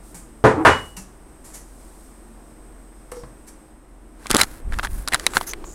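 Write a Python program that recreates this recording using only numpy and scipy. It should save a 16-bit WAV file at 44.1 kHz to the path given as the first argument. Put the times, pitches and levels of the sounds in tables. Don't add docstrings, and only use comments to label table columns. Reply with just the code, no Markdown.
import sys
import numpy as np
from scipy import signal
from scipy.fft import rfft, irfft, next_fast_len
from scipy.io import wavfile
from scipy.ndimage import map_coordinates

SR = 44100
rng = np.random.default_rng(int(sys.argv[2]) if len(sys.argv) > 2 else 0)


def wav_record(signal):
    frames = np.transpose(np.atleast_2d(signal))
    bounded = np.clip(frames, -1, 1)
    quanta = np.round(bounded * 32767).astype(np.int16)
    wavfile.write(sys.argv[1], SR, quanta)


N = 253134
TIME = np.arange(N) / SR

# (time [s], level [dB], contact cut-off [Hz], boom [dB], ceramic ring [dB])
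MUG_BLOWS = [(0.44, -4, 1806, 0.5, -46), (0.6501, -2, 3016, -6, -16)]
# (frequency [Hz], nominal level [dB], t60 [s])
COUNTER_MODES = [(87.3, -2.5, 0.29), (123.6, -4, 0.33), (161.4, -6.5, 0.24), (238.7, -10, 0.34),
                 (320, -9.5, 0.2), (386.4, -8, .3), (434.6, -0.5, 0.3), (527.4, -1, 0.29), (657, -7.5, .2),
                 (677, -6.5, 0.19), (805, -4.5, .22), (960, -2.5, 0.18), (1018, -4, .24),
                 (1233, -6.5, 0.12), (1420, -7.5, 0.18), (1442, -3.5, 0.17), (1585, -4.5, .2),
                 (1762, -3, 0.17), (1940, -13, .25), (2420, -20.5, .25)]
# (frequency [Hz], level [dB], t60 [s])
CERAMIC_MODES = [(2924, 0.5, 0.44), (7400, -15, .33), (7830, -20.5, 0.27), (8930, -22, .36),
                 (9679, -24.5, .34), (12500, -28, .22), (13900, -30, .2)]
# (frequency [Hz], relative density [dB per Hz])
BOARD_SPECTRUM = [(40, -28.5), (80, 2), (130, -9.5), (200, -8), (420, 0.5), (750, -3), (1100, -2.5),
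                  (1750, -5), (2600, -13.5), (4500, -21), (9500, -25.5), (15000, -44.5)]
# (frequency [Hz], t60 [s])
KITCHEN_DECAY = [(80, 0.52), (400, 0.29), (1200, 0.29), (3000, 0.28), (8000, 0.33), (15000, 0.11)]
# (frequency [Hz], width [Hz], level [dB])
DRAG_PEAKS = [(313, 30, 6.5), (465, 85, -5.5), (830, 250, -8), (1320, 520, -36.5)]
# (time [s], start [Hz], end [Hz], level [dB], t60 [s])
FINGER_RELEASE = (.967, 2800, 2650, -42, .2)
# (time [s], level [dB], rise [s], t60 [s], hiss centre [Hz], hiss level [dB])
FOOT_BRUSHES = [(0.143, -41, 0.0022, 0.29, 8350, -44.5), (0.965, -37, 0.004, 0.2, 6040, -41.5),
                (1.439, -45, 0.011, 0.54, 6500, -72), (1.532, -39.5, 0.017, 0.23, 6570, -45.5),
                (3.116, -36, 0.0011, 0.049, 12500, -53), (3.14, -54, 0.026, 0.42, 5440, -54.5),
                (3.465, -42.5, 0.023, 0.054, 5700, -55)]
# (frequency [Hz], relative density [dB per Hz])
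CLOTH_SPECTRUM = [(1180, -6.5), (2000, -8), (2220, -8.5), (2640, -14), (3610, -15), (5490, -9.5),
                  (8260, -1.5), (11000, -5), (16000, -25)]
# (time [s], level [dB], pitch [Hz], t60 [s], tick level [dB])
FLOOR_STEPS = [(0.146, -39.5, 169, .15, -49), (0.975, -33.5, 191, 0.14, -40),
               (3.1198, -31.5, 496, 0.17, -33), (3.168, -33.5, 484, 0.26, -45),
               (3.235, -31, 134, 0.064, -36.5)]
# (frequency [Hz], relative density [dB per Hz])
STEP_TICK_SPECTRUM = [(200, 0), (1000, 8.0), (2200, -3.5), (3500, -13.5), (15000, -41)]
# (time [s], level [dB], shell pitch [Hz], snap level [dB])
CASE_CLICKS = [(4.258, -29.5, 1050, -50), (4.268, -34, 2310, -32.5), (4.298, -39, 1400, -30),
               (4.3295, -29, 1940, -31), (4.412, -11.5, 2190, -17), (4.4148, -13.5, 2060, -2),
               (4.4332, -22.5, 1850, -20), (4.7229, -29.5, 1620, -46), (4.7871, -22, 1370, -31.5),
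               (4.7945, -18.5, 1590, -42), (4.831, -26, 1320, -36), (4.8476, -21.5, 1600, -32),
               (4.87, -28.5, 1740, -47), (5.076, -24.5, 1300, -22.5), (5.084, -25.5, 1360, -22.5),
               (5.1352, -15, 1970, -21), (5.1444, -15, 1740, -13.5), (5.1967, -31, 1800, -29),
               (5.2654, -10.5, 2110, -9.5), (5.3353, -28, 1200, -38), (5.3686, -8, 1510, -20),
               (5.411, -21, 1040, -33.5), (5.5342, -26, 2070, -32.5), (5.641, -34.5, 1040, -58)]
# (time [s], length [s], mean level [dB])
GRIP_CREAKS = [(4.3, .06, -29), (4.386, .045, -22), (4.731, .012, -33.5), (4.835, .022, -29.5),
               (5.12, 0.042, -25)]
# (time [s], level [dB], snap level [dB])
CASE_BUMPS = [(4.3044, -21.5, -20), (4.3119, -18, -10), (4.342, -20.5, -35), (4.3467, -8, -10),
              (4.356, -18, -28), (4.3595, -17, -28), (4.3667, -22.5, -5.5)]
# (frequency [Hz], relative density [dB per Hz])
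SNAP_SPECTRUM = [(2500, -9), (4700, 1), (6000, -3.5), (7500, -1.5), (10500, -2), (13000, -15), (16000, -25)]
# (frequency [Hz], relative density [dB per Hz])
GRIT_SPECTRUM = [(400, -12.5), (1000, 2), (2300, -7), (3500, -7.0), (8000, -31.0)]
# (time [s], length [s], level [dB], sizzle level [dB])
FINGER_RUBS = [(4.147, 0.35, -46.5, -60), (4.35, 0.11, -22, -36), (4.391, 0.25, -49.5, -52.5),
               (4.66, 0.25, -48.5, -57), (4.822, 0.052, -34.5, -52), (4.846, 0.24, -48.5, -46.5),
               (5.012, 0.42, -43, -56), (5.329, 0.073, -29.5, -36), (5.387, 0.075, -40.5, -42.5),
               (5.446, 0.09, -41, -42)]
# (frequency [Hz], relative density [dB per Hz])
SKIN_SPECTRUM = [(150, 1.5), (600, -2.5), (1600, 3.5), (2900, -9), (4100, -7), (5500, -9), (10500, -7),
                 (13000, -20), (16000, -21)]
# (frequency [Hz], width [Hz], level [dB])
SIZZLE_PEAK = [(10100, 3600, 0)]
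# (time [s], length [s], pitch [Hz], level [dB])
SKIN_SQUEAKS = [(5.28, 0.13, 8000, -46.5), (5.461, 0.044, 10900, -35), (5.462, 0.071, 6170, -35.5),
                (5.629, 0.14, 7060, -46)]
# (frequency [Hz], relative density [dB per Hz])
SHAKE_SPECTRUM = [(8.8, -25.5), (15, 8), (49, 3.5), (145, -19.5), (216, -17), (326, -39), (373, -28),
                  (400, -28), (520, -58), (880, -120)]
# (time [s], length [s], level [dB])
HAND_HEAVES = [(4.31, 0.066, -27), (4.615, 0.22, -26.5), (4.78, 0.28, -28.5), (5.33, 0.11, -41)]
# (frequency [Hz], relative density [dB per Hz])
AIR_SPECTRUM = [(20, -1.5), (50, 4), (90, -20.5), (130, -7.5), (190, -8), (240, -4), (330, -2.5),
                (420, -9.5), (850, -12.5), (1200, -16), (2000, -23), (4000, -35.5), (8000, -85)]
# (frequency [Hz], relative density [dB per Hz])
HISS_SPECTRUM = [(1800, -36.5), (3000, -13), (5000, -8), (7000, -6.5), (8400, 1.5), (10000, -3.5),
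                 (12000, -8.5), (14000, -10.5), (16000, -19.5)]
# (frequency [Hz], nominal level [dB rms])
FRIDGE_HUM = [(21.5, -58), (43.1, -48), (64.5, -59), (118.4, -64), (220.7, -60), (312.2, -60)]
# (frequency [Hz], nominal level [dB rms])
FRIDGE_WHINE = [(5152, -78.5), (8226, -62.5)]
# (frequency [Hz], width [Hz], level [dB])
VENT_PEAK = [(344, 99, 0)]
# (time [s], length [s], level [dB])
TROUSER_RUSTLES = [(0, 0.17, -54.5), (.55, 0.47, -51), (1.5, 0.76, -57), (1.9, .9, -67.5), (3.4, .3, -70)]

SLIDE_S, SLIDE_HOLD_S, SLIDE_DB = .588, 0.029, -19.5
SLIDE_RISE_DB_PER_S, SLIDE_FALL_DB_PER_S = 171.5, 400.5
BUMP_THUD_DB, BUMP_SHELL_HZ, BUMP_PORT_DB = 1.5, 1150, -20
CASE_THUD_HZ, CONTACT_RISE_S = 343, 0.0011
CLICK_THUD_DB = -18.5
PORT_HZ, PORT_DB, PORT_DB_PER_SNAP_DB = 4030, 1.5, 1.41
TICKS_PER_S, TICK_SPREAD_DB, TICK_HZ, TICK_SNAP_DB = 160, 2.5, 1640, -11
SQUEAK_WIDTH = 0.079
RUB_TAPER = 0.83
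LIFT_S, LIFT_LENGTH_S, TREMOR_DB = 4.3, 0.13, -41.5
AIR_DB, HISS_DB, AIR_LIFTED_DB = -48, -61, 2.5
AIR_WAVER_DB, AIR_WAVERS_PER_S = 0.54, 20
VENT_S, VENT_LENGTH_S, VENT_DB = 5.1, 0.643, -45.5
SHADE_S, SHADE_WIDTH_S, SHADE_AIR_DB, SHADE_HISS_DB = 3.95, 0.31, -3, -5
MAINS_HZ, WHINE_SWING_RAD = 60, .8
HUM_LIFTED_DB = -3
WHINE_BLOCKED_DB = -2
TOP_HZ = 16000


def amp(db):
    return 10 ** (np.asarray(db) / 20)


def unit(x):
    return x / np.sqrt(np.mean(x ** 2) + 1e-20)


def along(points, hz):
    f, v = np.transpose(points)
    return np.interp(np.log(hz + 1), np.log(f + 1), v)


def wobble(rate, size=N):
    knots = rng.standard_normal(int(size * rate / SR) + 4)
    return map_coordinates(knots, [TIME[:size] * rate])


def filtered(x, response):
    m = next_fast_len(len(x) + 8192)
    hz = np.fft.rfftfreq(m, 1 / SR)
    return irfft(rfft(x, m) * response(hz), m)[:len(x)]


def noise(spectrum, size=N):
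    white = rng.standard_normal(size)
    return unit(filtered(white, lambda hz: amp(along(spectrum, hz))))


def resonate(x, peaks):
    def response(f):
        total = 0
        for k, (centre, width, db) in enumerate(peaks):
            damping = 1j * f * width
            total = total + (-1) ** k * amp(db) * damping / (centre * centre - f * f + damping)
        return total
    return filtered(x, response)


def fade(t, t60):
    return np.exp(-np.log(1000) * t / t60)


def ring(t, hz, t60):
    return np.sin(2 * np.pi * hz * t) * fade(t, t60)


def add(track, s, sound):
    part = track[max(round(s * SR), 0):][:len(sound)]
    part += sound[:len(part)]


def swell(length, taper):
    return signal.windows.tukey(int(length * SR), taper)


def strokes(rows, taper):
    out = np.zeros(N)
    for s, length, db in rows:
        add(out, s, amp(db) * swell(length, taper))
    return out


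def reverberant(x, hold):
    hz, t, z = signal.stft(x, SR, nperseg=256)
    t60 = along(KITCHEN_DECAY, hz)[:, None]
    decay = fade(np.maximum(t - hold, 0), t60)
    return signal.istft(z * decay, SR, nperseg=256)[1][:len(x)]


def room(x, wet_db):
    tail = reverberant(rng.standard_normal(SR // 2), hold=0.014)
    return x + amp(wet_db) * signal.fftconvolve(x, tail / np.linalg.norm(tail))[:N]


def lifted():
    return np.clip((TIME - LIFT_S) / LIFT_LENGTH_S, 0, 1)


def tones(table, level_db, level_rate, phase):
    out = np.zeros(N)
    for hz, db in table:
        level = amp(db + level_db * wobble(level_rate)) * np.sqrt(2)
        out += level * np.sin(2 * np.pi * hz * TIME + phase())
    return out


def background():
    shade = np.exp(-((TIME - SHADE_S) / SHADE_WIDTH_S) ** 2)
    blocked = np.clip((TIME - SHADE_S) / SHADE_WIDTH_S, 0, 1)
    held = lifted()
    hum = tones(FRIDGE_HUM, 1.8, 3.6, lambda: 0.19 * wobble(5))
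    buzz = WHINE_SWING_RAD * np.sin(2 * np.pi * MAINS_HZ * TIME)
    whine = tones(FRIDGE_WHINE, 1.5, 6, lambda: buzz + .4 * wobble(30))
    waver_db = AIR_WAVER_DB * wobble(AIR_WAVERS_PER_S)
    air_db = AIR_DB + SHADE_AIR_DB * shade + AIR_LIFTED_DB * held + waver_db
    air = amp(air_db) * noise(AIR_SPECTRUM)
    vent = unit(resonate(rng.standard_normal(N), VENT_PEAK))
    vent *= strokes([(VENT_S, VENT_LENGTH_S, VENT_DB)], taper=0.2)
    hiss_level = np.hypot(amp(HISS_DB), strokes(TROUSER_RUSTLES, taper=.7))
    hiss = hiss_level * amp(0.49 * wobble(12)) * noise(HISS_SPECTRUM)
    treble = hiss + amp(WHINE_BLOCKED_DB * blocked) * whine
    return amp(HUM_LIFTED_DB * held) * hum + air + vent + amp(SHADE_HISS_DB * shade) * treble


def shuffle():
    out, t = np.zeros(N), TIME[:SR // 2]
    for s, db, rise, t60, hz, hiss_db in FOOT_BRUSHES:
        envelope = np.minimum(t / rise, 1) * fade(np.maximum(t - rise, 0), t60)
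        hiss = unit(resonate(rng.standard_normal(len(t)), [(hz, 1100, 0)]))
        cloth = noise(CLOTH_SPECTRUM, size=len(t))
        add(out, s, envelope * (amp(db) * cloth + amp(hiss_db) * hiss))
    for s, db, hz, t60, tick_db in FLOOR_STEPS:
        tick = noise(STEP_TICK_SPECTRUM, size=len(t)) * fade(t, 0.0445)
        waver = wobble(103, size=len(t)) / (2 * np.pi * hz)
        add(out, s, amp(db) * ring(t + .3 * waver, hz, t60) + amp(tick_db) * tick)
    return room(out, wet_db=-4.5)


def grip():
    level = amp(TREMOR_DB) * lifted() + strokes(HAND_HEAVES, taper=0.66)
    return level * noise(SHAKE_SPECTRUM)


def rubs():
    out, skin = np.zeros(N), noise(SKIN_SPECTRUM)
    sizzle = unit(resonate(rng.standard_normal(N), SIZZLE_PEAK))
    for s, length, db, sizzle_db in FINGER_RUBS:
        stroke = strokes([(s, length, 0)], RUB_TAPER)
        out += stroke * (amp(db) * skin + amp(sizzle_db) * sizzle)
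    for s, length, hz, db in SKIN_SQUEAKS:
        squeak = unit(resonate(rng.standard_normal(SR // 4), [(hz, SQUEAK_WIDTH * hz, 0)]))
        stroke = swell(length, taper=0.62)
        add(out, s, amp(db) * stroke * squeak[:len(stroke)])
    grain_db = 1.9 * wobble(350) + 0.84 * wobble(1500)
    return out * amp(grain_db)


def burst(x):
    return x / np.sqrt(np.sum(x ** 2) / (.004 * SR))


def case(hz, shell_db, thud_db, port_db, snap_db):
    t = TIME[:SR // 20]
    onset = 1 - np.exp(-(t / CONTACT_RISE_S) ** 2)
    thud_hz = CASE_THUD_HZ * np.exp(rng.normal(0, 0.41))
    thud = burst(onset * ring(t, thud_hz, 0.0087))
    grit = onset * noise(GRIT_SPECTRUM, size=len(t)) * fade(t, 0.019)
    shell = burst(burst(onset * ring(t, hz, 0.0052)) + 0.73 * burst(grit))
    port = burst(onset * ring(t, PORT_HZ + rng.normal(0, 88), 0.015))
    snap_decay = fade(t, 0.0042) + 0.013 * fade(t, 0.031)
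    snap = burst(noise(SNAP_SPECTRUM, size=len(t)) * onset * snap_decay)
    return amp(thud_db) * thud + amp(shell_db) * shell + amp(port_db) * port + amp(snap_db) * snap


def bumps():
    out = np.zeros(N)
    for s, db, snap_db in CASE_BUMPS:
        add(out, s, case(BUMP_SHELL_HZ, db, db + BUMP_THUD_DB, snap_db + BUMP_PORT_DB, snap_db))
    return out


def clicks():
    out, contacts = np.zeros(N), list(CASE_CLICKS)
    for start, length, db in GRIP_CREAKS:
        for k, (late, size, pitch) in enumerate(rng.standard_normal((12, 3))):
            after = max(k + .35 * late, 0) / TICKS_PER_S
            if after < length:
                level = db + TICK_SPREAD_DB * size
                tick_hz = TICK_HZ * np.exp(.17 * pitch)
                contacts.append((start + after, level, tick_hz, level + TICK_SNAP_DB))
    for s, db, hz, snap_db in contacts:
        port_db = PORT_DB + PORT_DB_PER_SNAP_DB * snap_db
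        add(out, s, case(hz, db, db + CLICK_THUD_DB, port_db, snap_db))
    return out


def release():
    out, t = np.zeros(N), TIME[:SR // 4]
    s, start_hz, end_hz, db, t60 = FINGER_RELEASE
    glide_hz = np.interp(t, [0, .05], [start_hz, end_hz])
    pitch_hz = glide_hz * (1 + .018 * wobble(394, size=len(t)))
    add(out, s, amp(db) * fade(t, t60) * np.sin(2 * np.pi * np.cumsum(pitch_hz) / SR))
    return room(out, wet_db=-14)


def slide():
    turns = np.cumsum(160 * np.exp(0.085 * wobble(90))) / SR
    slips = np.diff(np.floor(turns), prepend=0) * amp(2.9 * wobble(120))
    scrape = unit(slips) + 1.3 * rng.standard_normal(N)
    drag = unit(resonate(scrape, DRAG_PEAKS))
    drag = filtered(drag, lambda hz: 1 / (1 + (hz / 2000) ** 4))
    before_s = np.maximum(SLIDE_S - TIME, 0)
    after_s = np.maximum(TIME - SLIDE_S - SLIDE_HOLD_S, 0)
    push_db = -SLIDE_RISE_DB_PER_S * before_s - SLIDE_FALL_DB_PER_S * after_s
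    after_first_blow = TIME > MUG_BLOWS[0][0]
    return room(drag * amp(SLIDE_DB + push_db) * after_first_blow, wet_db=-13.5)


def mug():
    out, t = np.zeros(N), TIME[:SR]
    fill_out = 1 - 0.5 * np.exp(-t / 0.014)
    bloom = 1 - 0.73 * np.exp(-(t / 0.061) ** 4)
    wall = bloom * sum(amp(level) * ring(t, hz, t60) for hz, level, t60 in CERAMIC_MODES)
    for s, db, contact_hz, boom_db, ring_db in MUG_BLOWS:
        def contact(hz):
            softness = np.hypot(1 / (1 + (hz / contact_hz) ** 3), contact_hz / 7000)
            return softness * amp(along([(500, boom_db), (1000, 0)], hz))
        dense = unit(filtered(noise(BOARD_SPECTRUM, size=SR), contact))
        modes = np.zeros(SR)
        for hz, level, t60 in COUNTER_MODES:
            gain = rng.choice([-1, 1]) * amp(level + rng.normal(0, 1.2))
            modes += gain * contact(hz) * ring(t, hz, t60)
        counter = amp(-3.0) * reverberant(dense, hold=0.013) + amp(-5.5) * modes
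        add(out, s, amp(db) * fill_out * counter + amp(ring_db) * wall)
    return out


def scene():
    kitchen = background() + shuffle()
    handling = grip() + rubs() + bumps() + clicks()
    return (kitchen + handling + release() + slide() + mug())[None]


def limiter(x, ceiling, recovery):
    over = np.log(np.maximum(np.abs(x) / ceiling, 1))
    return x * np.exp(recovery * TIME - np.maximum.accumulate(over + recovery * TIME))


def record(dry):
    x = limiter(dry[0], ceiling=1.19, recovery=82)
    rounded = x / (1 + np.abs(x / .97) ** 10) ** (1 / 10)
    return filtered(rounded, lambda hz: 1 / (1 + (hz / TOP_HZ) ** 100))[None]


dry = scene()
out = record(dry)
wav_record(out)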